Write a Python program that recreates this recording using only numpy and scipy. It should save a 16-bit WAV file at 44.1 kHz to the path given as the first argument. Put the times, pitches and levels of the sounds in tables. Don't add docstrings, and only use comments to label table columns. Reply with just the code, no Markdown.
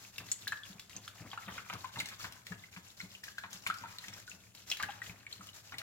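import sys
import numpy as np
from scipy import signal
from scipy.fft import rfft, irfft, next_fast_len
from scipy.io import wavfile
from scipy.ndimage import uniform_filter1d, map_coordinates

SR = 44100
rng = np.random.default_rng(int(sys.argv[2]) if len(sys.argv) > 2 else 0)


def generate_wav(signal):
    frames = np.transpose(np.atleast_2d(signal))
    scaled = np.clip(frames, -1, 1) * 32767
    pcm = np.round(scaled).astype(np.int16)
    wavfile.write(sys.argv[1], SR, pcm)


N = 256651


def amp(db):
    return 10 ** (np.asarray(db) / 20)


def unit_rms(x):
    return x / np.sqrt(np.mean(x ** 2) + 1e-20)


def over_frequency(points, hz):
    knots_hz, values = np.transpose(points)
    return np.interp(np.log(hz + 1), np.log(knots_hz + 1), values)


def over_time(points):
    return np.interp(np.arange(N) / SR, *np.transpose(points))


def wobble(rate_hz):
    knots = rng.standard_normal(int(N * rate_hz / SR) + 4)
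    return map_coordinates(knots, [np.arange(N) * rate_hz / SR])


def filtered(x, response):
    size = next_fast_len(N + SR // 2)
    return irfft(rfft(x, size) * response(np.fft.rfftfreq(size, 1 / SR)), size)[..., :N]


def coloured(x, spectrum):
    return unit_rms(filtered(x, lambda hz: amp(over_frequency(spectrum, hz))))


def noise(spectrum):
    return coloured(rng.standard_normal(N), spectrum)


def stereo_noise(spectrum, direct_share, left_lead_s=0.00009):
    advance_s = np.array([[0.5], [-0.5]]) * left_lead_s
    direct = filtered(noise(spectrum), lambda hz: np.exp(2j * np.pi * hz * advance_s))
    scattered = np.array([noise(spectrum), noise(spectrum)])
    return np.sqrt(direct_share) * direct + np.sqrt(1 - direct_share) * scattered


def add(track, start_s, sound):
    i = max(round(start_s * SR), 0)
    track[i:i + len(sound)] += sound[:max(N - i, 0)]


def ring(t, hz, t60_s, rise, onset_cycles=1.0):
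    t60_s = np.maximum(t60_s, 0.001)
    envelope = (1 - np.exp(-(t * hz / onset_cycles) ** 2)) * amp(-60 * t / t60_s)
    phase = 2 * np.pi * hz * t * (1 + rise * np.minimum(t / t60_s, 1) / 2)
    return envelope / envelope.max(axis=-1, keepdims=True) * np.sin(phase)


def froth(centre_hz, log_spread, cycles, count):
    t = np.arange(SR // 80) / SR
    starts = rng.integers(0, N, (count, 1))
    hz = np.clip(centre_hz * np.exp(log_spread * rng.standard_normal((count, 1))), 500, 14000)
    gains = amp(6 * np.minimum(rng.exponential(size=(count, 1)), 2.6))
    grains = gains * ring(t, hz, cycles / hz, rise=0.2, onset_cycles=1.5)
    positions = starts + np.arange(len(t))
    return unit_rms(np.bincount(positions.ravel(), grains.ravel(), minlength=N)[:N])


# (frequency [Hz], gain [dB])
HUSH_SPECTRUM = [(25, -24), (55, 8), (100, 13), (200, -19), (400, 1.5), (800, -2), (1300, -39.5),
                 (3000, -49), (7000, 1.5), (9000, -8), (16000, -7.5)]
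def room_hush(gain_db=-69):
    return amp(gain_db) * stereo_noise(HUSH_SPECTRUM, direct_share=0.51)


# (frequency [Hz], T60 [s])
ROOM_T60 = [(100, 0.29), (500, 0.95), (2000, 0.48), (7000, 0.25), (15000, 0.35)]
def room_reverb(x):
    hz, age_s, bins = signal.stft(rng.standard_normal((2, SR // 2)), SR, nperseg=256)
    decay = amp(-60 * age_s / over_frequency(ROOM_T60, hz)[:, None])
    tail = signal.istft(bins * decay, SR, nperseg=256)[1]
    delayed = np.pad(x, (SR // 170, 0))
    return signal.fftconvolve(delayed[None], tail / np.linalg.norm(tail[0]), axes=1)[:, :N]


def early_reflections(x, gain_db=-4, t60_s=0.045, gap_s=0.0008, blocks=48):
    echoes, t = np.zeros((2, N + SR)), np.arange(SR // 30) / SR
    hop = N // blocks + 1
    decay = amp(-60 * t / t60_s) * (t > gap_s)
    for i in range(0, N, hop):
        paths = unit_rms(rng.standard_normal((2, len(t))) * decay) / np.sqrt(len(t))
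        echo = signal.fftconvolve(x[None, i:i + hop], paths, axes=1)
        echoes[:, i:i + echo.shape[1]] += echo
    return amp(gain_db) * echoes[:, :N]


# (time [s], left-channel lead [s])
LEFT_LEAD = [(0, 0.000075), (1.2, 0.000039), (2, .00013), (3.7, 0.00016), (4.7, 0.000054), (5.82, 0.00013)]
def direct_path(x):
    shift = SR * over_time(LEFT_LEAD) / 2
    return np.array([map_coordinates(x, [np.arange(N) + side * shift], order=5) for side in (1, -1)])


# (start [s], push level [dB], pull level [dB])
PALM_TWIRLS = [(-0.02, -62, -64.5), (0.238, -62, -62), (0.495, -66, -62), (0.756, -70, -65),
               (1.012, -65, -65.5), (1.252, -65.5, -63.5), (1.498, -60.5, -63.5), (1.768, -62.5, -62),
               (2.039, -61.5, -57), (2.3, -69, -64), (2.568, -68.5, -65.5), (2.823, -65, -62),
               (3.083, -65.5, -61), (3.348, -69, -59.5), (3.616, -63.5, -64), (3.865, -63.5, -60.5),
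               (4.116, -62.5, -63.5), (4.383, -70.5, -65.5), (4.663, -57.5, -61.5), (4.873, -65.5, -60),
               (5.138, -73, -63.5), (5.407, -63, -62.5), (5.627, -65.5, -66.5), (5.88, -66, -66)]
def hand_motion(push_share=0.55, skew=0.68, shape=0.89):
    starts_s, push_db, pull_db = np.transpose(PALM_TWIRLS)
    turns_s = starts_s[:-1] + push_share * np.diff(starts_s)
    reversals_s = np.sort(np.concatenate([starts_s, turns_s]))
    stroke = np.interp(np.arange(N) / SR, reversals_s, np.arange(len(reversals_s)))
    speed = np.abs(np.sin(np.pi * (stroke % 1) ** skew)) ** shape
    stroke_db = np.column_stack([push_db, pull_db]).ravel()
    return speed, uniform_filter1d(stroke_db[stroke.astype(int)], size=1200)


# (frequency [Hz], gain [dB])
SKIN_SPECTRUM = [(200, 2), (700, 0), (1500, 4), (3000, 1.5), (5000, 5.5), (7300, 6), (8500, -6.5),
                 (12500, -2), (16000, -6)]
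def palms(gain_db=8, fizz_db=-6, reversal_share=0.099):
    speed, level_db = hand_motion()
    effort = amp(level_db + gain_db) * (reversal_share + (1 - reversal_share) * speed)
    rub = unit_rms(stereo_noise(SKIN_SPECTRUM, direct_share=0.25) * amp(1.5 * wobble(120)))
    fizz = froth(centre_hz=4000, log_spread=0.35, cycles=12, count=1100)
    return effort * rub, effort * amp(fizz_db) * fizz


# (frequency [Hz], gain [dB])
CLICK_SPECTRUM = [(600, -18), (2000, 1.5), (4000, 5.5), (7300, -2), (8800, -5.5), (16000, -8.5)]
# (time [s], relative level [dB])
BOWL_HITS = [(0.1815, -28.5), (0.3173, -35), (0.477, -25.5), (0.7961, -32), (0.896, -38.5), (0.9652, -41.5),
             (1.0788, -34), (1.736, -33.5), (1.987, -33), (2.001, -23.5), (2.0582, -30.5), (2.0874, -32),
             (2.3234, -36), (2.4679, -35), (3.2391, -30.5), (3.384, -35), (3.53, -32), (3.6711, -24),
             (3.7412, -34), (3.9851, -36), (4.0833, -33), (4.278, -45), (4.55, -40), (4.702, -32),
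             (4.715, -24.5), (4.7705, -32), (4.8266, -26.5), (5.4703, -39.5), (5.7837, -27)]
def clicks(strike_db=-6, scrape_db=-20, strike_t60_s=0.0096, scrape_t60_s=0.13):
    envelope, t = np.zeros(N), np.arange(SR // 10) / SR
    strike = amp(strike_db - 60 * t / strike_t60_s)
    scrape = amp(scrape_db - 60 * t / scrape_t60_s)
    for start_s, db in BOWL_HITS:
        add(envelope, start_s, amp(db) * (strike + scrape))
    return envelope * noise(CLICK_SPECTRUM)


# (frequency [Hz], gain [dB])
SLOSH_SPECTRUM = [(130, -32), (260, -4), (450, -11.5), (800, -10), (1400, -14), (4000, -30)]
# (time [s], pitch [Hz], relative note level [dB], relative surge level [dB])
AIR_POCKETS = [(0.2, 164, -57, -50.5), (0.46, 181, -59, -56), (0.696, 187, -46, -58),
               (0.75, 192, -57, -58.5), (0.95, 184, -52, -51.5), (1.202, 172, -46, -50),
               (1.241, 234, -49.5, -53), (1.474, 193.5, -44, -45), (1.733, 161, -63, -46.5),
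               (1.97, 201, -65, -45.5), (2.239, 170, -51.5, -50.5), (2.505, 178.5, -38, -51.5),
               (2.515, 424, -50.5, -69), (2.766, 178, -44, -58), (3.028, 179.5, -45.5, -55.5),
               (3.44, 185, -56.5, -65), (3.54, 183, -51.5, -64), (3.686, 180, -47, -54.5),
               (3.818, 254, -56, -54.5), (4.072, 190, -57.5, -52.5), (4.326, 184, -54, -58),
               (4.825, 203, -58, -51.5), (5.088, 170, -49, -51.5), (5.392, 189.5, -49.5, -57),
               (5.726, 130, -57, -54)]
def gulps(note_db=-1, t60_s=0.099, slosh_db=1, slosh_s=0.017):
    notes, flow, t = np.zeros(N), np.zeros(N), np.arange(SR // 5) / SR
    for start_s, hz, db, surge_db in AIR_POCKETS:
        add(notes, start_s, amp(db + note_db) * ring(t, hz, t60_s, rise=0.093, onset_cycles=1.33))
        add(flow, start_s, amp(surge_db + slosh_db) * t / slosh_s * np.exp(-t / slosh_s))
    return notes + flow * noise(SLOSH_SPECTRUM)


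def surges(rise_s=0.017, fall_s=0.066, lag_s=0.0088):
    t, power = np.arange(N) / SR, np.zeros(N)
    for start_s, _, _, db in AIR_POCKETS:
        age_s = t - start_s - lag_s
        envelope = np.exp(-np.maximum(age_s / fall_s, -age_s / rise_s))
        power += (amp(db) * envelope) ** 2
    return np.sqrt(power)


# (frequency [Hz], gain [dB])
HEAVE_SPECTRUM = [(25, -44), (45, -27), (62, -10.5), (82, -9), (100, 3), (122, -3), (148, -13), (185, -3.5),
                  (240, -15), (310, -16.5), (420, -28), (700, -23), (1500, -53)]
def heave(surge, gain_db=-3, floor_db=-63):
    return amp(gain_db) * np.hypot(amp(floor_db), surge) * noise(HEAVE_SPECTRUM)


# (frequency [Hz], gain [dB])
SPLASH_SPECTRUM = [(250, -4.5), (500, -7.5), (900, -3), (1400, 2), (2400, 4.5), (4000, 2), (7000, -22),
                   (9000, -27), (16000, -33)]
# (time [s], relative level [dB])
CHURN_EFFORT = [(0.0, -71), (0.53, -80), (0.92, -65.5), (1.57, -52.5), (1.75, -60), (2.11, -55),
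                (2.56, -66), (3.45, -82), (3.87, -57), (4.16, -57.5), (4.41, -90), (4.63, -67), (4.9, -53),
                (5.09, -59), (5.74, -69), (5.82, -49)]
def churn(surge, grain_db=-4, plop_db=-12, wash_db=-10, surge_db=-11, swing=1.02, reversal_share=0.36):
    effort_db = over_time(CHURN_EFFORT)
    effort = amp(effort_db.mean() + swing * (effort_db - effort_db.mean()))
    speed, _ = hand_motion()
    stirring = effort * (reversal_share + (1 - reversal_share) * speed)
    drive = np.hypot(stirring, amp(surge_db) * surge)
    grains = froth(centre_hz=1800, log_spread=0.65, cycles=7, count=3000)
    plops = froth(centre_hz=2307, log_spread=0.42, cycles=32, count=170)
    crackle = amp(grain_db) * coloured(grains, SPLASH_SPECTRUM) + amp(plop_db) * plops
    wash = unit_rms(stereo_noise(SPLASH_SPECTRUM, direct_share=0.4) * amp(3.5 * wobble(70)))
    return drive * crackle, drive * amp(wash_db) * wash


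# (time [s], relative level [dB])
SURFACE_SLAPS = [(0.202, -38), (1.331, -33), (1.481, -31), (1.579, -30.5), (1.699, -29), (1.728, -33),
                 (1.843, -36), (1.958, -32), (2.116, -39.5), (2.244, -28.5), (2.521, -38), (2.763, -36),
                 (3.003, -40.5), (3.437, -31), (3.665, -27.5), (3.837, -36.5), (4.799, -26.5), (4.831, -33),
                 (4.887, -35), (5.722, -33.5)]
def squelches(centre_hz=1646, log_spread=0.34, cycles=10, count=30, cluster_s=0.04, fade_db=17,
              pop_db=-10, tear_db=-21, tear_t60_s=0.12):
    pops, tears, t = np.zeros(N), np.zeros(N), np.arange(SR // 10) / SR
    jitters = rng.random((len(SURFACE_SLAPS), count))
    scatter = np.clip(rng.standard_normal(jitters.shape), -2, 2)
    clusters_hz = centre_hz * np.exp(log_spread * scatter)
    for (start_s, db), jitter, pitches_hz in zip(SURFACE_SLAPS, jitters, clusters_hz):
        add(tears, start_s, amp(db + tear_db - 60 * t / tear_t60_s))
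        lateness = ((np.arange(count) + jitter) / count) ** 2
        for late, hz in zip(lateness, pitches_hz):
            pop = ring(t[:SR // 40], hz, cycles / hz, rise=0.18, onset_cycles=0.95)
            add(pops, start_s + cluster_s * late, amp(db + pop_db - fade_db * late) * pop)
    return pops + tears * froth(centre_hz=3300, log_spread=0.24, cycles=10.5, count=5000)


# (frequency [Hz], gain [dB])
SNAP_SPECTRUM = [(400, -2), (1200, 3), (3000, 9), (5000, -8), (7300, 26), (8800, 11), (16000, -6)]
# (time [s], pitch [Hz], relative level [dB])
PLOPS_AND_WIRE_PINGS = [(0.1831, 2670, -32), (0.3163, 6620, -17), (0.3211, 7480, -20), (0.471, 1690, -30.5),
                        (0.48, 3960, -27.5), (0.5215, 1663, -24.5), (0.6341, 3285, -37), (0.896, 3260, -50),
                        (0.965, 6120, -30.5), (1.077, 1500, -40.5), (1.315, 3240, -37.5),
                        (1.3306, 908, -45), (1.3753, 1326, -31), (1.5799, 2150, -42), (1.699, 2370, -34),
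                        (1.7534, 1124, -41.5), (1.8429, 1030, -37), (1.9714, 940, -40),
                        (1.991, 3870, -28.5), (2.004, 2095, -26.5), (2.1975, 1350, -43.5),
                        (2.2436, 1560, -47), (2.4678, 1980, -43.5), (2.5201, 1700, -37),
                        (2.6382, 2130, -41.5), (3.0024, 2190, -33.5), (3.0136, 4120, -36.5),
                        (3.15, 2660, -39), (3.2357, 1900, -39.5), (3.281, 1636, -39), (3.382, 1620, -31),
                        (3.4383, 930, -46), (3.5311, 6600, -36), (3.6661, 1130, -41), (3.665, 2380, -24.5),
                        (3.7002, 1433, -23), (3.785, 4800, -39.5), (3.8371, 963, -40), (3.858, 1355, -41.5),
                        (3.9848, 4070, -33), (4.04, 1860, -40), (4.137, 5600, -35), (4.2777, 1475, -43),
                        (4.297, 6430, -35.5), (4.315, 2660, -39), (4.7, 5550, -27), (4.7163, 3215, -23),
                        (4.7231, 2990, -25.5), (4.8043, 1230, -33.5), (4.8326, 1730, -26.5),
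                        (4.8893, 804, -45.5), (4.905, 3200, -39), (5.0175, 1820, -32.5),
                        (5.0955, 2330, -38), (5.266, 2250, -37), (5.327, 3730, -32.5), (5.408, 1253, -44),
                        (5.489, 2900, -41.5), (5.7412, 1950, -36), (5.784, 4400, -30.5)]
def plops_and_pings(cycles=54, snap_db=-20, snap_t60_s=0.013, snap_db_per_octave=2.5, waver_s=0.00009):
    rings, snaps, t = np.zeros(N), np.zeros(N), np.arange(SR // 10) / SR
    for start_s, hz, db in PLOPS_AND_WIRE_PINGS:
        add(rings, start_s, amp(db) * ring(t, hz, cycles / hz, rise=0.013))
        tilt_db = snap_db_per_octave * np.log2(hz / 1100)
        add(snaps, start_s, amp(db + snap_db + tilt_db - 60 * t / snap_t60_s))
    wavering = map_coordinates(rings, [np.arange(N) + SR * waver_s * wobble(260)])
    return wavering + snaps * noise(SNAP_SPECTRUM)


def spatter(shed_db=-14, count=7, cycles=14, within_s=0.016,
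            burst_db=-19, burst_t60_s=0.071, burst_below_hz=2600):
    shed, bursts, t = np.zeros(N), np.zeros(N), np.arange(SR // 10) / SR
    chance = rng.random((len(PLOPS_AND_WIRE_PINGS), count, 3))
    for (start_s, parent_hz, db), draws in zip(PLOPS_AND_WIRE_PINGS, chance):
        for late, detune, gain in draws:
            hz = parent_hz * 2 ** (1.4 * detune - 0.6)
            pop = ring(t[:SR // 40], hz, cycles / hz, rise=0.14)
            add(shed, start_s + within_s * late ** 2, amp(db + shed_db) * gain * pop)
        if parent_hz < burst_below_hz:
            add(bursts, start_s, amp(db + burst_db - 60 * t / burst_t60_s))
    return shed + bursts * unit_rms(noise(SPLASH_SPECTRUM) * amp(wobble(350)))


def scene(room_send_db=-9, bass_send_db=-15, left_db=1, right_db=-1.5):
    surge = surges()
    crackle, wash = churn(surge)
    swell = heave(surge)
    rub, fizz = palms()
    bass = swell + gulps()
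    whisking = plops_and_pings() + squelches() + spatter() + clicks() + crackle + fizz
    reverb = room_reverb(amp(room_send_db) * (whisking + rub[0]) + amp(bass_send_db) * bass)
    background = room_hush() + reverb + early_reflections(whisking)
    foreground = direct_path(bass + whisking) + rub + wash
    return (background + foreground) * amp([[left_db], [right_db]])


def record(dry, cutoff_hz=16100):
    return filtered(dry, lambda hz: hz < cutoff_hz)


dry = scene()
out = record(dry)
generate_wav(out)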